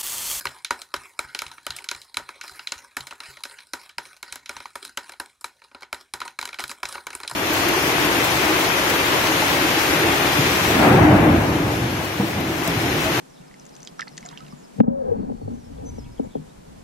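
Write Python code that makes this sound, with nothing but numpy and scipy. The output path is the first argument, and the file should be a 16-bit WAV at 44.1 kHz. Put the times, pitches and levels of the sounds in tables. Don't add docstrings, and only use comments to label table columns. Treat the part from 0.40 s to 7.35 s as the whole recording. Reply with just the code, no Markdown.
import sys
import numpy as np
from scipy import signal
from scipy.fft import rfft, irfft, next_fast_len
from scipy.io import wavfile

SR = 44100
rng = np.random.default_rng(int(sys.argv[2]) if len(sys.argv) > 2 else 0)


def generate_wav(signal):
    frames = np.transpose(np.atleast_2d(signal))
    scaled = np.clip(frames, -1, 1) * 32767
    pcm = np.round(scaled).astype(np.int16)
    wavfile.write(sys.argv[1], SR, pcm)


N = 306495

# (time [s], low modes [dB], middle modes [dB], high modes [dB])
KNOCK_EVENTS = [(0.054, -19.5, -19.5, -25), (0.069, -28, -15, -41.0), (0.247, -38, -13, -29),
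                (0.307, -10.5, -13, -22), (0.328, -36.5, -43, -51.5), (0.417, -42, -27.5, -32.0),
                (0.54, -20, -17.0, -27), (0.563, -33.5, -28, -37), (0.791, -16, -19, -21.5),
                (0.948, -27.5, -14.5, -27), (0.957, -34, -38, -49.5), (0.99, -36, -13, -28),
                (1.019, -20, -19.5, -24.5), (1.038, -33, -43.5, -57), (1.065, -41, -23.5, -37),
                (1.115, -49, -26.5, -42), (1.181, -38, -33, -53), (1.266, -21, -18, -28.0),
                (1.305, -37, -19.5, -33), (1.364, -53, -28, -27.5), (1.386, -50, -25.5, -44),
                (1.442, -40, -30.5, -35.5), (1.488, -36, -12.5, -26.0), (1.513, -23.5, -16.5, -27.5),
                (1.548, -35.5, -30, -41), (1.616, -68, -29, -37.5), (1.743, -41, -27, -33.5),
                (1.77, -17.0, -14, -21.5), (1.797, -27, -46, -56), (1.89, -29, -33.5, -37.5),
                (2.012, -37, -18.5, -34.5), (2.038, -32, -35.5, -38.0), (2.079, -45, -27, -40),
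                (2.193, -32, -24, -47), (2.272, -44.5, -14, -32.5), (2.32, -24, -15.5, -27.5),
                (2.568, -16.5, -18, -21), (2.606, -46, -24, -36.5), (2.669, -37.5, -26.5, -33),
                (2.709, -33.5, -24.5, -48), (2.724, -27.5, -36, -54), (2.803, -30.5, -26.5, -38.5),
                (2.835, -60, -30.5, -44.5), (2.97, -39.5, -34, -56), (3.036, -39.5, -21.5, -27.0),
                (3.052, -30, -26.5, -34), (3.11, -53, -36, -61), (3.186, -46, -29.5, -55),
                (3.334, -19.5, -21.5, -25), (3.492, -50, -30, -47.5), (3.582, -20, -20, -30),
                (3.653, -53.5, -28.5, -44), (3.828, -28, -24, -31.5), (3.924, -31, -22.5, -26),
                (3.957, -31, -24, -31), (4.059, -47, -23.5, -41.5), (4.093, -21.0, -22.0, -32.5),
                (4.166, -30.5, -26, -39), (4.203, -31, -26, -43), (4.256, -32, -29.5, -45),
                (4.355, -23.5, -27, -27.5), (4.45, -46, -24.0, -30), (4.573, -20, -18.5, -27),
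                (4.694, -32, -31, -43), (4.72, -38, -39.5, -39.0), (4.736, -39, -35, -65),
                (4.799, -19.5, -27.5, -27), (5.01, -48, -48, -37), (5.043, -25, -24, -25.0),
                (5.218, -39.5, -42.5, -67), (5.314, -40.5, -51, -65), (5.347, -28, -36, -50),
                (5.408, -50, -45, -49.0), (5.422, -33, -35.5, -48), (5.43, -35, -31, -51.5),
                (5.528, -17, -20.5, -25.5), (5.545, -40, -34, -35), (5.737, -19, -22.5, -24.5),
                (5.803, -34.5, -28, -33.0), (5.815, -23, -21.5, -39), (5.878, -33.0, -26, -42),
                (5.989, -22.5, -20.5, -25.5), (6.013, -38, -23, -34), (6.027, -23.5, -22.5, -32),
                (6.054, -30.5, -24.5, -26.5), (6.075, -34, -32.0, -40), (6.089, -32.5, -31.0, -38.5),
                (6.129, -32, -30, -47), (6.143, -34, -25.5, -39), (6.187, -28.5, -22, -43),
                (6.194, -22.5, -23, -27.5), (6.202, -33, -17.5, -29), (6.239, -27, -21.5, -27),
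                (6.279, -58.0, -36, -31.5), (6.294, -31, -26.5, -30), (6.314, -29.5, -28.0, -31.5),
                (6.431, -19, -19.5, -27), (6.454, -29, -18.5, -26.0), (6.488, -58, -33.0, -27),
                (6.525, -35, -23, -28.5), (6.553, -24, -26, -42), (6.579, -26.5, -35.5, -59),
                (6.668, -20.0, -23, -31.5), (6.704, -28, -27, -37.5), (6.73, -34, -33, -37),
                (6.751, -27.5, -30, -23), (6.802, -28, -36, -35), (6.833, -24, -26.5, -38),
                (6.848, -31, -36, -56), (6.877, -51.5, -14.5, -29), (6.897, -39, -40, -29.5),
                (6.912, -19, -29, -28.5)]
# (frequency [Hz], nominal bandwidth [Hz], relative level [dB])
BOWL_MODES = [(263.6, 29.4, -7), (379, 44.6, -6.5), (565, 41.5, -4.5), (760, 112, -6.5), (951, 102, 1.5),
              (1288, 191, 2), (1485, 147, 4.5), (1614, 192, 0), (1854, 208, -3.5), (2251, 162, 0.5),
              (2636, 317, -5.5), (3050, 242, -8.5), (4039, 239, -1), (5137, 410, -2.5), (5620, 1010, -6),
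              (7190, 2150, -6.5), (8850, 1480, -2), (10590, 2170, -6.5), (12080, 1260, -12),
              (14700, 1800, -31.5)]


def amp(db):
    return 10 ** (np.asarray(db) / 20)


def rms_one(x):
    return x / np.sqrt(np.mean(x ** 2) + 1e-20)


def at_hz(points, hz):
    points = np.array(points)
    return np.interp(np.log(np.maximum(hz, 1)), np.log(points[:, 0]), points[:, 1])


def resonate(x, hz, width_hz):
    r = np.exp(-np.pi * width_hz / SR)
    zeros = [(1 - r * r) / 2, 0, (r * r - 1) / 2]
    poles = [1, -2 * r * np.cos(2 * np.pi * hz / SR), r * r]
    return signal.lfilter(zeros, poles, x + 1e-18)


def drift(rate_hz):
    r = np.exp(-2 * np.pi * rate_hz / SR)
    wander = signal.lfilter([1], [1, -2 * r, r * r], rng.standard_normal(N + SR))
    return rms_one(wander[SR:])


def room_tone():
    # (frequency [Hz], density [dB per Hz])
    air_spectrum = [(20, -26.5), (60, 6), (180, -9.5), (370, -10), (1400, -14), (10000, -13),
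                    (16000, -31.5)]
    level_db = -73
    hz = np.fft.rfftfreq(N, 1 / SR)
    noise = rng.standard_normal((2, N))
    noise = noise[0] + 0.23 * noise[1] * [[1], [-1]]
    shaped = irfft(rfft(noise) * amp(at_hz(air_spectrum, hz)), N)
    return amp(level_db) * rms_one(shaped)


def strokes():
    # (start [s], drag level [dB], treble level [dB], fall of both at the end [dB])
    stroke_events = [(-.19, -36, -38.5, 12.5), (.05, -48.5, -55, 21), (.3, -52, -57, 13.5),
                     (.54, -51.5, -56, 13.5), (0.789, -45, -54, 4), (.94, -51, -55.5, 9),
                     (1.26, -46.5, -56.5, 13), (1.49, -52.5, -56, 17), (1.77, -51, -62, 2.5),
                     (2.01, -47, -50.5, 8), (2.27, -52, -56.5, 14), (2.57, -54, -59, 5),
                     (2.8, -45, -51, 14), (3.03, -53, -56.5, 15), (3.329, -52.5, -59, 18),
                     (3.58, -50, -55, 16.5), (3.83, -47, -59.5, 11), (4.06, -52.5, -56, 10),
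                     (4.35, -48.5, -52.5, 19), (4.57, -57, -63.5, 6), (4.8, -61.5, -64.5, 26),
                     (5.04, -58, -67.5, 9.5), (5.22, -63, -74, 3), (5.33, -61.5, -82, 3),
                     (5.53, -50.5, -62, 29), (5.741, -54, -62.5, 14), (5.99, -45, -54.5, 15),
                     (6.19, -55, -59, 9), (6.43, -44.5, -50.5, 17.5), (6.67, -50, -58, 1.5),
                     (6.9, -55, -48, 3)]
    # (centre [s], width of the swell [s], rise of drag and treble [dB])
    scrape_events = [(0.405, 0.043, 5.5), (0.965, 0.064, 1.5), (1.396, 0.067, 7.5), (2.091, 0.051, 0.5),
                     (2.35, 0.029, 6.5), (2.902, 0.046, 4.5), (3.438, 0.064, 2.5), (4.453, 0.041, 5.5),
                     (4.7, 0.069, 5), (5.238, 0.036, 7.5), (5.425, .04, 7), (5.87, 0.044, 8.5),
                     (6.225, 0.035, 17), (6.307, 0.044, 12.5), (6.544, 0.075, 7), (6.903, .05, 4)]
    press_s, ease_s = 0.053, 0.14
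    start, drag_db, treble_db, ease_db = np.transpose(stroke_events)
    end = np.append(start[1:], N / SR + ease_s)
    pressed = start + press_s
    easing = np.maximum(end - ease_s, pressed)
    corners = np.transpose([pressed, easing, end]).ravel()
    t = np.arange(N) / SR
    rough_db = sum(db * np.exp(-(2 * (t - centre) / length) ** 4) for centre, length, db in scrape_events)
    levels = []
    for db in (drag_db, treble_db):
        heights = np.transpose([db, db, db - ease_db]).ravel()
        levels.append(rough_db + np.interp(t, corners, heights))
    return levels


def drag(drag_db, bright_db, per_s, grain_db, lumpy_db, lumps_hz, roam_db, snags_per_s, snag_size, snag_ms, damping):
    sizes = amp(grain_db * np.minimum(rng.exponential(1, N), 5)) * rng.choice([-1, 1], N)
    struck = rng.random(N) < per_s / SR
    grit = sizes * struck * amp(lumpy_db * drift(lumps_hz))
    snags = (rng.random(N) < snags_per_s / SR) * rng.exponential(snag_size, N)
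    grit *= 1 + signal.lfilter([1], [1, -np.exp(-1000 / (snag_ms * SR))], snags)
    roam = amp(roam_db * drift(13.4))
    dull, bright = np.zeros(N), np.zeros(N)
    for m, (hz, width_hz, db) in enumerate(BOWL_MODES):
        treble_share = np.clip(np.log2(hz / 3000) / 1.72, 0, 1)
        swell = np.roll(roam, m * N // len(BOWL_MODES)) ** (1 - 0.81 * treble_share)
        rung = (-1) ** m * amp(db) * resonate(grit * swell, hz, width_hz * damping)
        dull += (1 - treble_share) * rung
        bright += treble_share * rung
    return amp(drag_db) * rms_one(dull) + amp(bright_db) * rms_one(bright)


def knocks(level_db, scatter_db, ring, first, blur):
    register_centres = [900, 3300, 9500]
    s, low, middle, high = np.transpose(KNOCK_EVENTS)
    glancing = -0.014 * (np.maximum(low, middle) + 20)
    contact_ms = 2.32 * np.exp(0.22 * rng.standard_normal(len(s)) + glancing)
    contact = np.clip(contact_ms, .2, 12)[:, None] * SR / 1000
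    k = np.arange(SR // 40)
    bursts = rng.standard_normal((len(s), len(k))) * np.exp(-k / contact)
    bursts *= 1.57 * (1 - np.exp(-k / (0.46 * contact)))
    bursts[:, SR // 1000] += first * rng.choice([-1, 1], len(s)) * rng.uniform(0.29, 1, len(s))
    start = np.round(s * SR).astype(int) - SR // 2000
    at = np.minimum(start[:, None] + k, N - 1)
    scatter = rng.normal(0, scatter_db, (len(s), len(BOWL_MODES)))
    near, far = np.zeros(N), np.zeros(N)
    for m, (hz, width_hz, db) in enumerate(BOWL_MODES):
        weights = [at_hz(list(zip(register_centres, one)), hz) for one in np.eye(3)]
        strength = amp(level_db + db + weights @ np.array([low, middle, high]))
        softening = np.exp(-k * hz / SR / 62.0)
        gain = (strength * amp(scatter[:, m]))[:, None]
        force = np.bincount(at.ravel(), (bursts * softening * gain).ravel(), N)
        near += (-1) ** m * resonate(force, hz, width_hz * ring)
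        click = np.bincount(start, strength * np.sqrt(contact[:, 0]), N)
        far += (-1) ** m * resonate(click, hz, width_hz * blur)
    return near, far


def counter(level_db, push_ms, drag_db, rub_db, stiff_hz):
    # (frequency [Hz], bandwidth [Hz], relative level [dB])
    counter_modes = [(54.6, 25, -4.5), (75, 14, 1), (132.3, 9.2, 4)]
    # (time [s], relative push of deep modes [dB], of the upper mode [dB])
    rocking = [(0.064, -47.5, -42.5), (0.569, -52, -52), (0.846, -54, -53), (1.062, -53.5, -50.5),
               (1.297, -47, -46.5), (1.55, -58, -56), (1.767, -56, -49), (1.817, -59, -54),
               (2.114, -58, -60.5), (2.358, -57, -74), (2.601, -52, -44), (2.885, -56, -52),
               (3.576, -55, -53.5), (3.919, -57, -63), (4.16, -56, -56), (4.195, -58, -66),
               (5.736, -61, -52), (6.235, -55, -47.5), (6.448, -53, -53), (6.661, -62, -60),
               (6.748, -56, -71), (6.923, -75, -38.5)]
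    pushes = [(s, low - 39, low - 50) for s, low, *_ in KNOCK_EVENTS]
    s, deep_db, upper_db = np.transpose(list(rocking) + pushes)
    at, out = np.round(s * SR).astype(int), np.zeros(N)
    t_ms = np.arange(SR // 20) * 1000 / SR
    push = t_ms * np.exp(-t_ms / push_ms)
    push /= push.sum()
    rub = rng.standard_normal(N) * amp(rub_db + 0.78 * drag_db)
    for hz, width_hz, db in counter_modes:
        mode_db = upper_db if hz > 110 else deep_db
        clicks = np.bincount(at, amp(level_db + mode_db), N)
        force = np.convolve(clicks, push)[:N] + rub
        out += amp(db) * resonate(force, hz, width_hz)
    return signal.sosfilt(signal.butter(2, stiff_hz, "high", fs=SR, output="sos"), out)


def kitchen(x, onset_ms, alike):
    # (frequency [Hz], time to fall by 60 dB [s])
    decay_times = [(100, 0.25), (4000, 0.15), (14000, 0.14)]
    t, tail = np.arange(SR // 2) / SR, 0
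    white = rng.standard_normal((2, len(t)))
    edges = 70 * 2.0 ** np.arange(9)
    for low, high in zip(edges, edges[1:]):
        band = signal.sosfilt(signal.butter(2, [low, high], "band", fs=SR, output="sos"), white)
        t60 = at_hz(decay_times, np.sqrt(low * high))
        tail = tail + band * amp(-60 * t / t60)
    tail *= 1 - np.exp(-t * 1000 / onset_ms)
    tail = np.sqrt(1 + alike) * tail[0] + np.sqrt(1 - alike) * tail[1] * [[1], [-1]]
    tail /= np.sqrt(np.sum(tail ** 2) / 2)
    return signal.fftconvolve(x[None], tail, axes=1)[:, :N]


def scene():
    # (frequency [Hz], phase [rad])
    phase_lead = [(60, -0.12), (300, -0.2), (950, -0.68), (5000, -0.29), (7500, 0.99), (10300, -0.46),
                  (15000, 0.49)]
    drag_db, bright_db = strokes()
    near, far = knocks(level_db=13.5, scatter_db=2.5, ring=1.21, first=5.67, blur=1.27)
    grit = drag(drag_db, bright_db, per_s=4000., grain_db=2.5, lumpy_db=2.5, lumps_hz=45., roam_db=5.0,
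                snags_per_s=70., snag_size=1.4, snag_ms=1.8, damping=1.6)
    rumble = counter(level_db=59.0, push_ms=1.33, drag_db=drag_db, rub_db=-12.0, stiff_hz=37.0)
    close = near + grit + rumble
    size = next_fast_len(N + SR)
    lead = at_hz(phase_lead, np.fft.rfftfreq(size, 1 / SR))
    turn = np.exp(.5j * lead * [[1], [-1]])
    direct = irfft(rfft(close, size) * turn, size)[:, :N] * amp([[-.15], [.15]])
    tail = kitchen(amp(-7.0) * far + amp(-6.0) * grit, onset_ms=1.0, alike=0.87)
    return direct + tail + room_tone()


def record(dry):
    return signal.sosfilt(signal.cheby2(12, 70, 16900, fs=SR, output="sos"), dry)


dry = scene()
out = record(dry)
generate_wav(out)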